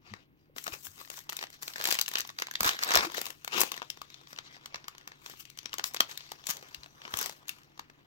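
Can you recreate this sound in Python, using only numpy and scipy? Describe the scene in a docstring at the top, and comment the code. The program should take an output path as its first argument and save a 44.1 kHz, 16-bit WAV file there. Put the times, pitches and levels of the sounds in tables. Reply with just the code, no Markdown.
"""In a small quiet room, hands tear a foil pack open close to a phone on a table.
Creases in the foil snap one by one and in dense rips: short bursts of random clicks, each with a brief ring.
Rips, rustles and the rub of the fingers are noise in tiny bursts, coloured like foil; soft thuds are low swings.
A faint hum, a tone that comes and goes and room noise lie underneath.
Two microphone ports hear it all with different colour and phase."""
import sys
import numpy as np
from scipy import signal
from scipy.fft import rfft, irfft, next_fast_len
from scipy.io import wavfile
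from scipy.ndimage import uniform_filter1d

SR = 44100
rng = np.random.default_rng(int(sys.argv[2]) if len(sys.argv) > 2 else 0)


def generate_wav(sig):
    """Save sig (samples, or channels by samples) to the path in sys.argv[1] as 16-bit PCM at SR."""
    pcm = np.round(np.clip(np.atleast_2d(sig).T, -1, 1) * 32767).astype(np.int16)
    wavfile.write(sys.argv[1], SR, pcm)


N = 355490

# Steady room noise, its colour only: pitch_hz, density_db (per Hz)
AIR_COLOUR = [(20, -9), (45, -8), (100, -3), (200, -7), (320, -3.5), (480, -16), (800, -21.5), (2500, -24),
              (5000, -40.5), (8500, -49.5), (16000, -29.5)]
# A faint tone that comes and goes, one row: start_s, end_s, pitch_hz, level_db (rms at its fullest)
DRONE = (1, 9, 133, -74.5)
# How long the room rings: pitch_hz, t60_s (time to fall 60 dB)
ROOM_T60 = [(250, 0.22), (1000, 0.14), (4500, 0.15), (12000, 0.1)]
# How alike the two ports hear: pitch_hz, likeness (0-1), left_lead_rad
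PORT_LIKENESS = [(60, 1, 1), (505, 1, 1.5), (1052, 0.56, 1.5), (1350, 0.84, 3), (3770, 0.51, 4.5),
                 (6100, 0.12, -0.5), (16000, 0, 1)]
# Low swings of the pack, the loose flap and the fingers:
# middle_s, peak_db (before the port gains), pitch_hz, half_length_s
THUDS = [(.126, -47.5, 101, 0.025), (.127, -48.5, 210, 0.025), (.5, -57, 480, 0.0052),
         (.57, -55, 260, .012), (.7, -52, 304, 0.014), (0.729, -46, 90.5, 0.0097),
         (0.897, -59.5, 89, 0.044), (1.874, -72, 316, 0.014), (2.619, -44.5, 65, 0.014),
         (2.617, -38, 205, 0.0069), (2.662, -35.5, 89.5, 0.0061), (2.66, -41, 302, 0.016),
         (2.977, -41.5, 71.4, 0.034), (3.073, -37.5, 328, 0.014), (3.56, -38.5, 362, 0.021),
         (3.609, -37, 389, 0.021), (5.659, -52.5, 251, 0.0087), (5.795, -54, 276, 0.01),
         (6.5, -47.5, 166, 0.01), (6.79, -53, 66, 0.022), (7.146, -43.5, 91.5, 0.012),
         (7.8, -58, 290, 0.014)]
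# Colour of the foil at each port: pitch_hz, left_db, right_db
FOIL_COLOUR = [(59.7, -33.5, -26.5), (222, -6, -2.5), (360, -0.5, -2), (686, -5.5, 8), (1150, 1, 6),
               (1670, -0.5, 10.5), (2920, 4, 6), (4000, 4, 12), (5970, 2, 3), (6770, -4, -2.5),
               (9170, -20.5, -29.5), (14100, -12.5, -6.5), (16400, -15.5, -26)]
# Where the pack is held: time_s, left_minus_right_db
PLACE = [(0, 12.5), (1, 11.5), (1.7, 7.5), (2.1, 9.5), (2.6, 5), (3, 9.5), (3.5, 13.5), (4.2, 11), (4.9, 9),
         (5.5, 12.5), (6, 10.5), (6.5, 10.5), (6.9, 10), (7.3, 10.5), (8.06, 9.5)]
# Fingers handling the pack, a faint rub under the rustles that rises and falls, nearly silent at first:
# time_s, level_db (1.5-8 kHz), bass_db and treble_db (both against level_db)
GRIP = [(0, -97, 5, -12), (.55, -100, 16, -12), (.58, -60.5, -14, 8), (1.2, -63.5, -14, 1),
        (1.27, -72, 7, -12), (1.5, -66, -4, -12), (2.25, -53, -10, -9), (2.36, -67, -6.5, -6),
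        (2.45, -60, -15, -24), (3.2, -64.5, 3, -2), (3.41, -64, -4, -5), (3.5, -62, 1, -12),
        (3.87, -61, -6.5, -13), (4.5, -63, 2.5, -18), (5.05, -66, 3.5, -15), (5.55, -62, -11, -16),
        (5.9, -58, 1.5, -14), (6.4, -60, 0.5, -11), (6.7, -59.5, 4.5, -9), (6.93, -68.5, 3, -7),
        (7.049, -57, 5, -12), (7.42, -69, 6.5, -14.5), (8.06, -74, 9.5, -13)]
# Rips and rustles, swells of fine crackle:
# full_from_s, full_until_s, level_db (1.5-8 kHz), rise_db_per_s, fall_db_per_s,
# bass_db and treble_db (both against level_db), sheet_ring_hz
RUSTLES = [(0.059, 0.11, -58, 500, 200, 1.5, -25, 2880), (0.157, 0.222, -65, 300, 500, 2, -24, 1720),
           (0.4, 0.446, -78, 300, 300, -12, -15, 4900), (0.567, 0.573, -47.5, 2000, 300, -4.5, -1, 4460),
           (0.67, 0.683, -48, 500, 500, -5, -9, 1030), (.73, 0.747, -45.5, 700, 400, -3.5, -1.5, 2760),
           (0.851, 0.863, -52.5, 700, 700, -4, 12, 1700), (0.999, 1.007, -50.5, 600, 300, -3, -1, 1036),
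           (1.146, 1.185, -52, 250, 250, -13, 1.5, 1700), (1.315, 1.363, -53, 2000, 200, -7, -8, 2050),
           (1.423, 1.432, -46.5, 400, 500, -1.5, -7, 2070), (1.531, 1.548, -55.5, 400, 400, -4.5, -6, 4130),
           (1.618, 1.71, -53.5, 1500, 200, -3, 2, 4260), (1.877, 1.951, -36.5, 148, 398, -5, -6.5, 4620),
           (2.144, 2.18, -46, 205, 503, 0, -7, 3050), (2.393, 2.416, -47, 1005, 400, -11, -8, 2070),
           (2.498, 2.546, -59, 296, 400, -18, -22, 2060), (2.67, 2.685, -29, 312, 255, -5, -8.5, 1715),
           (2.835, 2.825, -35, 500, 600, -4.5, -8, 1765), (2.916, 2.988, -32, 202, 350, 4, -13.5, 1700),
           (3.017, 3.063, -36.5, 200, 800, 0, -10, 1380), (3.167, 3.193, -40, 203, 500, -3.5, -7.5, 1720),
           (3.254, 3.268, -48, 200, 247, 1.5, -0.5, 2900), (3.533, 3.577, -36, 700, 200, 2.5, -16, 2860),
           (3.602, 3.621, -34, 252, 272, -2, -2.5, 2750), (3.72, 3.766, -51, 500, 200, 2.5, -12, 2750),
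           (4.107, 4.15, -58, 296, 400, -16, -23, 3790), (4.287, 4.328, -58.5, 898, 300, -8, -3, 3200),
           (4.36, 4.398, -67.5, 300, 301, -17, -12, 1400),
           (4.457, 4.467, -50.5, 505, 500, -10.5, -39, 2093), (4.533, 4.56, -53, 400, 701, -9, -21, 2070),
           (4.746, 4.758, -54.5, 702, 299, 4.5, -30, 2150), (5.26, 5.316, -53.5, 298, 152, -5, -4, 1420),
           (5.401, 5.406, -49.5, 700, 616, -28, 4, 2850), (5.737, 5.8, -62, 154, 150, -7.5, -20.5, 1413),
           (5.854, 5.881, -44, 1500, 700, -16, 4, 5640), (6.103, 6.12, -45, 704, 500, -6.5, -6.5, 3790),
           (6.167, 6.253, -55.5, 100, 120, -16.5, -17, 3670), (6.492, 6.503, -37, 498, 298, -8, -4.5, 6060),
           (7.183, 7.245, -40.5, 255, 178, -2, -3, 5860), (7.478, 7.514, -54, 1494, 148, -10.5, -6.5, 2870)]
# Creases that snap: time_s, level_db (1.5-8 kHz), bass_db and treble_db (both against level_db),
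# ring_hz (the freed patch), ring_db (against level_db)
SNAPS = [(0.1383, -38, 4.5, -16, 1870, 8), (0.458, -70, 1, -12, 1290, 1), (0.5643, -42.5, 11, -8, 2840, -2),
         (0.5836, -29.5, -10, -8, 1950, 0), (0.6413, -37, -23, 4, 7390, -7),
         (0.6677, -30.5, 3, -8, 1240, -2), (0.6793, -28.5, -4, -10, 665, 1),
         (0.7233, -38, -12, -18, 5400, -1), (0.7383, -33.5, 5, -17, 2920, -8),
         (0.8692, -40, 2, -9, 1630, 5.5), (0.98, -48, 2.5, -8, 1120, 0.5), (1.014, -42, -2, -13, 1170, 5),
         (1.0502, -45, -13, -10, 1800, 4), (1.076, -45, -9, -14, 2070, 0.5),
         (1.1021, -35.5, 2, 3, 1750, 2.5), (1.1157, -43, -3, -12, 1100, -4.5),
         (1.1412, -40, -8, -5, 1770, -3.5), (1.18, -47, 10, -6, 6940, 4), (1.1903, -39, -6, -1, 1340, -2.5),
         (1.294, -29.5, -4, -14, 1960, -9), (1.298, -31, -4.5, 3, 2050, -8),
         (1.324, -37, -1, -8, 1900, 7.5), (1.3301, -37, 3, 1, 1090, -8), (1.3681, -33, -13, 5.5, 3700, 7),
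         (1.3908, -30.5, -9.5, -13, 4200, 2.5), (1.413, -34, -5, -11, 1230, -5.5),
         (1.4279, -29.5, 0, -11.5, 3880, -5), (1.4394, -32, 0, -12, 1380, -11),
         (1.4697, -42.5, -4, -19, 1850, -1), (1.503, -48.5, 4, 2, 5660, -5),
         (1.6254, -36.5, -24, 2, 1230, -1.5), (1.6313, -34, -8, 2.5, 1090, -4.5),
         (1.6805, -29.5, -11, -2.5, 1380, -8), (1.737, -34, -37.5, -11, 3790, -5),
         (1.7597, -33.5, -1.5, -12, 1720, 8.5), (1.7641, -37.5, 0, -3, 1850, -3.5),
         (1.7824, -36.5, -2, -5, 900, -9), (1.8019, -36, 6, -13, 590, 1.5),
         (1.8127, -31.5, 0.5, -5, 1650, 2.5), (1.8231, -32, -7, -5, 1440, -7.5),
         (1.833, -39, -11, -3, 1770, 2.5), (1.8414, -26.5, -1, 2, 1400, -12.5),
         (1.8552, -18.5, -10, -5, 1730, -2), (1.8739, -27, -12, 5.5, 1830, 0),
         (1.8882, -26.5, -2, -1, 805, -0.5), (1.9077, -22, -23, -3, 6960, -1.5),
         (1.9126, -18, -12, -2, 1700, -1), (1.9256, -21, -7, 0.5, 4800, 6.5), (1.944, -28, -16, 1, 1980, 0),
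         (1.9529, -25.5, -9, -8, 1870, -2), (1.9894, -19.5, -12, -9, 2900, 4.5),
         (1.9959, -27.5, -8, -2, 4720, 0), (2.014, -20.5, -12.5, 3.5, 4640, 4.5),
         (2.0242, -31, -16, -16, 3660, -5), (2.062, -32, -30, -8, 2890, 5.5),
         (2.0815, -24.5, -26, -4, 1790, -5), (2.0885, -37, -6, 10, 4030, -4.5),
         (2.1154, -34.5, -2, -3, 1860, 2), (2.138, -29.5, -7, -2, 3160, -4.5),
         (2.156, -17.5, -12, -18, 3030, 1), (2.1723, -29, -24, -13, 3000, 5.5),
         (2.185, -25, -16, -4, 1720, -4.5), (2.1901, -34, -11, 6, 5800, -3),
         (2.1997, -27, -10, -14, 1850, 1), (2.2063, -26, -28, -1, 6140, 6.5),
         (2.2159, -29, -19, -14, 1870, -7), (2.2509, -37, -4, -25, 1090, 2),
         (2.2751, -44, -17, 6, 5580, -2), (2.2928, -32.5, -10, -20, 1890, 0),
         (2.3022, -40.5, -11, -6, 1130, 6), (2.3882, -26, -13, -13.5, 4870, -4),
         (2.4, -34, -2, -4, 1290, -5), (2.4222, -22.5, -6, -12, 2060, 2), (2.4704, -35, -6, -7, 2220, -2),
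         (2.4856, -41.5, 0, -19, 1030, 6), (2.5128, -34, -12, -2, 1670, 8),
         (2.539, -38, -3, -5, 3680, -4.5), (2.5554, -22.5, -21, -18, 3700, 0),
         (2.574, -49, -5, -21, 1790, 2.5), (2.6075, -23, 1.5, 3, 1260, 5),
         (2.6322, -27.5, 0, 7, 3770, -4.5), (2.6464, -24, -6, -4, 3770, -6), (2.6524, -27, 0, 2, 2150, -12),
         (2.6635, -24, -11, 1, 3740, 0.5), (2.6765, -22.5, -22, -5, 5750, 1),
         (2.68, -25.5, -23, 1, 3550, -6), (2.6923, -15.5, -11, -10, 1930, -14.5),
         (2.747, -39, 4, -15, 1530, -1), (2.7912, -27, -11, -16, 1240, -4),
         (2.8288, -26.5, -10, -5, 1210, 1), (2.836, -18.5, -16, -5.5, 1890, -10.5),
         (2.8469, -46, -8, 18, 1310, -1), (2.8783, -32, -9, -4, 1440, -1),
         (2.8902, -28.5, -14, -6, 1680, 6), (2.9074, -24.5, 5.5, -6, 1700, -0.5),
         (2.9194, -21.5, -7, -15, 1710, 1.5), (2.9388, -20, -10, -3, 1430, -8),
         (2.948, -20.5, 7, -11, 1520, -11.5), (2.9555, -13, -13, -1.5, 5470, 5),
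         (2.9616, -16, 0, -19, 646, 1), (2.9735, -13, -5, -8.5, 1750, 0.5),
         (3.009, -26.5, 1, -26, 2700, -3), (3.0489, -32.5, 7, -8, 880, 0.5),
         (3.1004, -38.5, 7, -22, 1060, 4), (3.12, -39.5, -1, -1, 980, 4.5),
         (3.1471, -35, -21, -1, 1860, 9.5), (3.1816, -28.5, 4.5, -5, 510, -5.5),
         (3.2156, -30, 5, 4, 1980, -7.5), (3.2566, -33.5, -14, 2, 2730, 4.5),
         (3.2669, -30.5, -7.5, -3, 1070, -1), (3.3047, -36, 2.5, 1, 2740, 3),
         (3.4475, -34, -1.5, 2, 6500, -11), (3.4784, -32, 6.5, -3, 3670, -5.5),
         (3.5452, -31, 0, -12, 830, -3), (3.5799, -22.5, -4, -10, 1080, -9),
         (3.584, -22.5, -4, -14, 1110, -1), (3.6064, -24.5, 0, 11, 3000, -5),
         (3.6156, -18.5, 4.5, 5.5, 7550, -9), (3.6348, -28.5, 9, 4, 500, -1.5),
         (3.7189, -24.5, -10.5, -4, 1120, 1), (3.7423, -36, -2, -8, 2870, 4),
         (3.7657, -36, -10, -6, 1040, 0), (3.7778, -34, 0, -12, 1850, 1.5), (3.7993, -43, 0, -21, 1230, -2),
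         (3.8197, -36, 8, -16, 960, 7), (3.8276, -37, 2, -22, 683, -0.5), (3.9024, -26.5, -22, -6, 5250, 4),
         (3.9738, -45, 6, -11, 1320, -1), (4.0175, -36.5, -8, -5, 1180, 9.5),
         (4.1025, -44, -13, -11, 4240, -2), (4.1436, -40, -16, -20, 3600, 4),
         (4.2138, -51, -3, -13, 970, -7), (4.2728, -43.5, -10, -22, 3210, 0),
         (4.3308, -40, 1.5, -8, 5600, 5), (4.363, -40, -15, -23, 2860, -1),
         (4.3766, -42, -5, -17, 1290, -9), (4.3881, -28.5, -3.5, -20, 1950, -14.5),
         (4.4088, -54, -4, -14, 1060, -1.5), (4.558, -46, -13, -21, 3380, 1.5),
         (4.5674, -49, 5, -18, 1030, 2.5), (4.6597, -32.5, -9.5, -8, 3420, -3),
         (4.7453, -28, -1.5, -26, 1200, 0), (4.7586, -30, -17, -20.5, 1800, -6),
         (4.8433, -42, -9.5, -32, 5600, -3), (4.8829, -31.5, -9.5, -5.5, 1170, 3),
         (4.951, -48, 0, -12, 1360, -3), (4.9821, -40.5, -8, -10, 1230, -13.5),
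         (5.0123, -49, -11, -16, 2020, -1), (5.0766, -36.5, -2, -4.5, 1060, -5),
         (5.1195, -42.5, 3.5, -24, 1840, 1), (5.2622, -32, -5.5, -11, 4700, -10),
         (5.2983, -45, 4, 2, 520, -11), (5.3379, -51, 10, -12, 1070, -4), (5.4288, -52, -18, -2, 2650, -3),
         (5.454, -39, -24, -13, 2820, -1), (5.5015, -39.5, -31, -4.5, 5550, -3),
         (5.5752, -41, -2.5, -2, 3400, 0), (5.5891, -29, -21, -13, 5650, 0),
         (5.6315, -46, -4, -11, 6270, 0), (5.6582, -26.5, -6.5, -21, 5570, -4),
         (5.6944, -42.5, -11, -36, 1370, -9), (5.7316, -30, -15, -16, 2890, 6),
         (5.7408, -29.5, -2, -4, 1180, -6), (5.7845, -28.5, -10, -4, 6600, 4),
         (5.796, -30.5, 9, -13, 1200, -6), (5.8416, -19.5, -10, -8, 1090, -9.5),
         (5.938, -42.5, -18, 5, 6240, -0.5), (5.9463, -29.5, 1, 0, 1050, 0.5),
         (5.9652, -30.5, -9, -8, 1430, -4), (5.97, -27.5, -10, -25, 2670, -1),
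         (6.006, -10.5, -3.5, -9, 3200, -1), (6.1138, -34, -22, -14, 3120, -4),
         (6.176, -28, -26, -6.5, 4150, -7), (6.2072, -39.5, -9, -20, 4130, -5),
         (6.319, -31, -2, -5, 870, -1), (6.4406, -43, -4, -23, 3420, 6),
         (6.4697, -26.5, -17, -1.5, 7020, 5), (6.4904, -34, -3, 2, 1120, 2.5), (6.503, -26, -6, 1, 6550, 1),
         (6.5092, -24.5, -15, 1.5, 5700, -5), (6.5696, -38.5, -10, 0, 6400, 0),
         (6.6272, -42, 0.5, -8, 510, -2), (6.7468, -28.5, -23, -13, 2800, 0),
         (6.8342, -38, -23, -18.5, 4110, 4), (6.8433, -45.5, -3.5, -17, 2910, -3),
         (6.8611, -45, 1, -10, 704, 0.5), (7.0186, -44, 4, -21, 3230, 4),
         (7.0529, -38.5, 3, -34, 2930, 8.5), (7.0792, -40.5, 4, -21, 1020, 6.5),
         (7.1228, -43, -7, -17, 3880, -2), (7.1403, -25.5, 3, -8, 1940, -19),
         (7.1722, -32.5, -17, 9, 1110, -4), (7.1896, -30, -13, 7, 1070, 3.5),
         (7.2141, -31.5, 3.5, 6, 1410, -17), (7.2287, -34, -4, 4, 6570, 8), (7.261, -28, -3, 1.5, 6000, 0),
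         (7.2961, -34, -3, -2, 910, 0.5), (7.4832, -39, -7, 5, 6650, 7), (7.4937, -28, -15, 1, 2740, 4.5),
         (7.634, -52.5, -11, -7, 3080, 3), (7.7775, -45.5, -6, -13, 3530, -10),
         (7.7951, -32.5, 1.5, -13, 1160, -3.5), (7.9003, -49, 5, -14, 1700, 1.5)]

HZ = np.fft.rfftfreq(next_fast_len(N + 4096), 1 / SR)  # pitches at which filters are drawn
AIR_DB = -67  # rms, before the port gains
HUM_HZ, HUM_DB = 147.5, -73  # level is rms
BASS_HZ, TREBLE_HZ = 1500, 8000  # edges of the three bands
EDGE_HZ = 16050  # upper limit of the sound
# A snap has three stages: level against the snap's own (dB), time to fall 10 dB (ms)
CRACK_DB, CRACK_MS = -3.5, 0.17
BODY_DB, BODY_MS = 0, 2.0
SETTLE_DB, SETTLE_MS = -25, 22


def amp(db):
    """Turns dB into a gain."""
    return 10 ** (np.asarray(db) / 20)


def evened(x):
    """Scales to rms 1."""
    return x / np.sqrt(np.mean(abs(x) ** 2) + 1e-20)


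def read(table, hz):
    """Reads a table's columns at any pitch, with straight lines over log pitch."""
    table_hz, *columns = np.transpose(table)
    return np.array([np.interp(np.log(hz + 1), np.log(table_hz), column) for column in columns])


def filtered(x, gain):
    """Filters a sound by a gain given at each pitch in HZ."""
    size = 2 * (len(HZ) - 1)
    return irfft(rfft(x, size) * gain, size)[..., :N]


def ports(shared, apart):
    """The left port hears the shared sound; the right a phase-turned part of it plus sound of its own."""
    same, lead = read(PORT_LIKENESS, HZ)
    same = np.clip(same, 0, 1)
    turned = filtered(shared[1], same * np.exp(-1j * lead))
    own = filtered(apart, np.sqrt(1 - same ** 2))  # keeps the total power
    return np.array([shared[0], turned + own])


def air():
    """Room noise is coloured random noise; the hum is a steady sine, the other tone swells and fades."""
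    t = np.arange(N) / SR
    colour = amp(read(AIR_COLOUR, HZ)[0])
    noise = rng.standard_normal((2, N))
    wash, other = (amp(AIR_DB) * evened(filtered(v, colour)) for v in noise)
    hum = amp(HUM_DB) * np.sin(2 * np.pi * HUM_HZ * t)
    start, end, hz, db = DRONE
    swell = np.sin(np.pi * np.clip((t - start) / (end - start), 0, 1)) ** .5
    drone = amp(db) * swell * np.sin(2 * np.pi * hz * t)
    port_gains = amp([[1.5], [-.6]])
    return ports(wash * port_gains, other) + np.sqrt(2) * (hum + drone)  # root 2: from rms to peak


def room(x):
    """Echoes are sparse taps of random sign, one in every 20 samples; each band dies at its own speed."""
    taps = np.zeros((2, SR // 2))
    start = np.arange(160, SR // 2 - 20, 20)
    at = start + rng.integers(0, 20, (2, len(start)))
    np.put_along_axis(taps, at, rng.choice([-1., 1.], at.shape), 1)
    hz, t, z = signal.stft(taps, SR, nperseg=256)
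    t60 = read(ROOM_T60, hz)[0][:, None]
    tail = signal.istft(z * amp(-60 * t / t60), SR, nperseg=256)[1]
    return signal.fftconvolve(x, tail / np.linalg.norm(tail[0]), axes=1)[:, :N]


def thuds():
    """Each soft thud is one low sine that swells and fades."""
    out = np.zeros(N)
    for s, db, hz, length in THUDS:
        t = np.arange(-length, length, 1 / SR)
        at = round((s - length) * SR)
        out[at:at + len(t)] += amp(db) * np.hanning(len(t)) * np.sin(2 * np.pi * hz * t)
    return out * amp([[3.0], [-1.5]])  # left and right port gains


def shares(s, db, bass_db, treble_db):
    """Splits a level into power in bass, middle and treble at each port: (band, port, ..)."""
    pan_db = np.interp(s, *np.transpose(PLACE))
    side = amp(np.array([pan_db, -pan_db]))  # power; the two differ by pan_db
    power = amp(2 * (db + np.array([bass_db, 0 * db, treble_db])))
    return power[:, None] * 2 * side / side.sum(0)


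def swells(t):
    """The fingers' rub rises and falls; each rustle rises, holds and dies away, as power over time."""
    s, *columns = np.transpose(GRIP)
    power = shares(t, *(np.interp(t, s, column) for column in columns))
    for start, end, db, rise, fall, bass_db, treble_db, _ in RUSTLES:
        down_db = rise * np.maximum(start - t, 0) + fall * np.maximum(t - end, 0)
        power += shares(t, db - down_db, bass_db + 0 * t, treble_db + 0 * t)
    return power


def crackle(per_s=450, spread_db=6.0, smooth=.35):
    """Many small creases slip at random, a few larger; skin rubbing on foil fills the gaps."""
    slips = rng.random(N) < per_s / SR
    size = amp(spread_db * np.minimum(rng.exponential(1, N), 4)) * slips
    grains = signal.oaconvolve(size, np.exp(-np.arange(400) / 85.0))[:N]  # each slip dies away
    step = 32  # samples between readings of the slow swells
    power = np.repeat(swells(np.arange(0, N, step) / SR), step, axis=-1)[..., :N]
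    return power * (smooth + (1 - smooth) * grains / grains.mean())


def patchy(x, patchy_db=2.8):
    """The colour shifts in patches of time and pitch as different parts of the sheet move."""
    z = signal.stft(x, nperseg=256, noverlap=192)[2]
    patches = rng.standard_normal(z.shape[1:])
    patches = uniform_filter1d(patches, size=4, axis=0)  # smooth over pitch
    patches = uniform_filter1d(patches, size=20, axis=1)  # smooth over time
    z = z * amp(patchy_db * evened(patches))
    return evened(signal.istft(z, nperseg=256, noverlap=192)[1][:, :N])


def sheet_ring(drive, width_hz=510.0):
    """A broad resonance wanders as the sheet bends: shift the noise down, smooth it, shift it back."""
    s, hz = np.transpose(RUSTLES)[[0, -1]]
    ring_hz = np.interp(np.arange(N) / SR, s, hz)
    turn = np.exp(2j * np.pi * np.cumsum(ring_hz) / SR)
    r = np.exp(-np.pi * width_hz / SR)
    return evened((turn * signal.lfilter([1 - r], [1, -r], drive / turn)).real)


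def snaps(rise_ms=0.45):
    """Power of the snaps: each crease cracks, rattles out in a few ms, then the sheet settles."""
    lead = 300  # samples kept ahead of each snap for its rise
    power = np.zeros((3, 2, N + 6000))
    ms = np.arange(-lead, 5000) / SR * 1000
    stages = [(CRACK_DB, CRACK_MS), (BODY_DB, BODY_MS), (SETTLE_DB, SETTLE_MS)]
    fall = sum(amp(2 * db - 20 * np.maximum(ms, 0) / fall_ms) for db, fall_ms in stages)
    shape = fall * np.exp(np.minimum(ms, 0) / rise_ms)
    for s, *levels, _, _ in SNAPS:
        at = round(s * SR) - lead
        power[..., at:at + len(ms)] += shares(s, *levels)[..., None] * shape
    return power[..., :N]


def rings(cycles=9.0, least_ms=8.0):
    """The patch freed by a snap swings a few cycles at its own pitch."""
    out = np.zeros((2, N + 2000))
    t = np.arange(1500) / SR
    for (s, *levels, hz, db), turn in zip(SNAPS, rng.random(len(SNAPS))):
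        t60 = least_ms / 1000 + cycles / hz  # seconds to fall 60 dB
        onset = 1 - np.exp(-t / 0.00011)
        swing = amp(db - 60 * t / t60) * onset * np.sin(2 * np.pi * (hz * t + turn))
        at = round(s * SR) - 30
        out[:, at:at + len(t)] += np.sqrt(shares(s, *levels)[1])[:, None] * swing  # middle band level
    return out[:, :N]


def foil(ring_db=-10.5):
    """Bursts of power drive rattle and noise through the colour of the foil, band by band."""
    colour = amp(read(FOIL_COLOUR, HZ))
    bass = 1 / (1 + (HZ / BASS_HZ) ** 6)
    treble = 1 / (1 + (TREBLE_HZ / (HZ + 1)) ** 16)
    bands = (bass, (1 - bass) * (1 - treble), treble)
    # in each pair, the first is shared by the ports and the second is the right port's own
    noise = patchy(rng.standard_normal((2, N)))
    rattle = rng.choice([-1., 1.], (2, N))
    fine = np.sqrt(crackle())  # from power to loudness of the wave
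    shared = rings() + amp(ring_db) * fine[1] * sheet_ring(noise[0])
    apart = np.zeros(N)
    for snap, rub, band in zip(np.sqrt(snaps()), fine, bands):
        gain = evened(colour * np.sqrt(band))
        shared += filtered(snap * rattle[0] + rub * noise[0], gain)
        apart += filtered(snap[1] * rattle[1] + rub[1] * noise[1], gain[1])
    return ports(shared, apart)


def scene():
    """Foil and thuds with their room echo, over the room noise."""
    near = foil() + thuds()
    return near + amp(-14.0) * room(near) + air()


def record(dry):
    """Cuts away everything above the upper limit."""
    low_pass = signal.firwin(255, EDGE_HZ, window=("kaiser", 9), fs=SR)
    return signal.oaconvolve(dry, low_pass[None], "same")


dry = scene()
out = record(dry)
generate_wav(out)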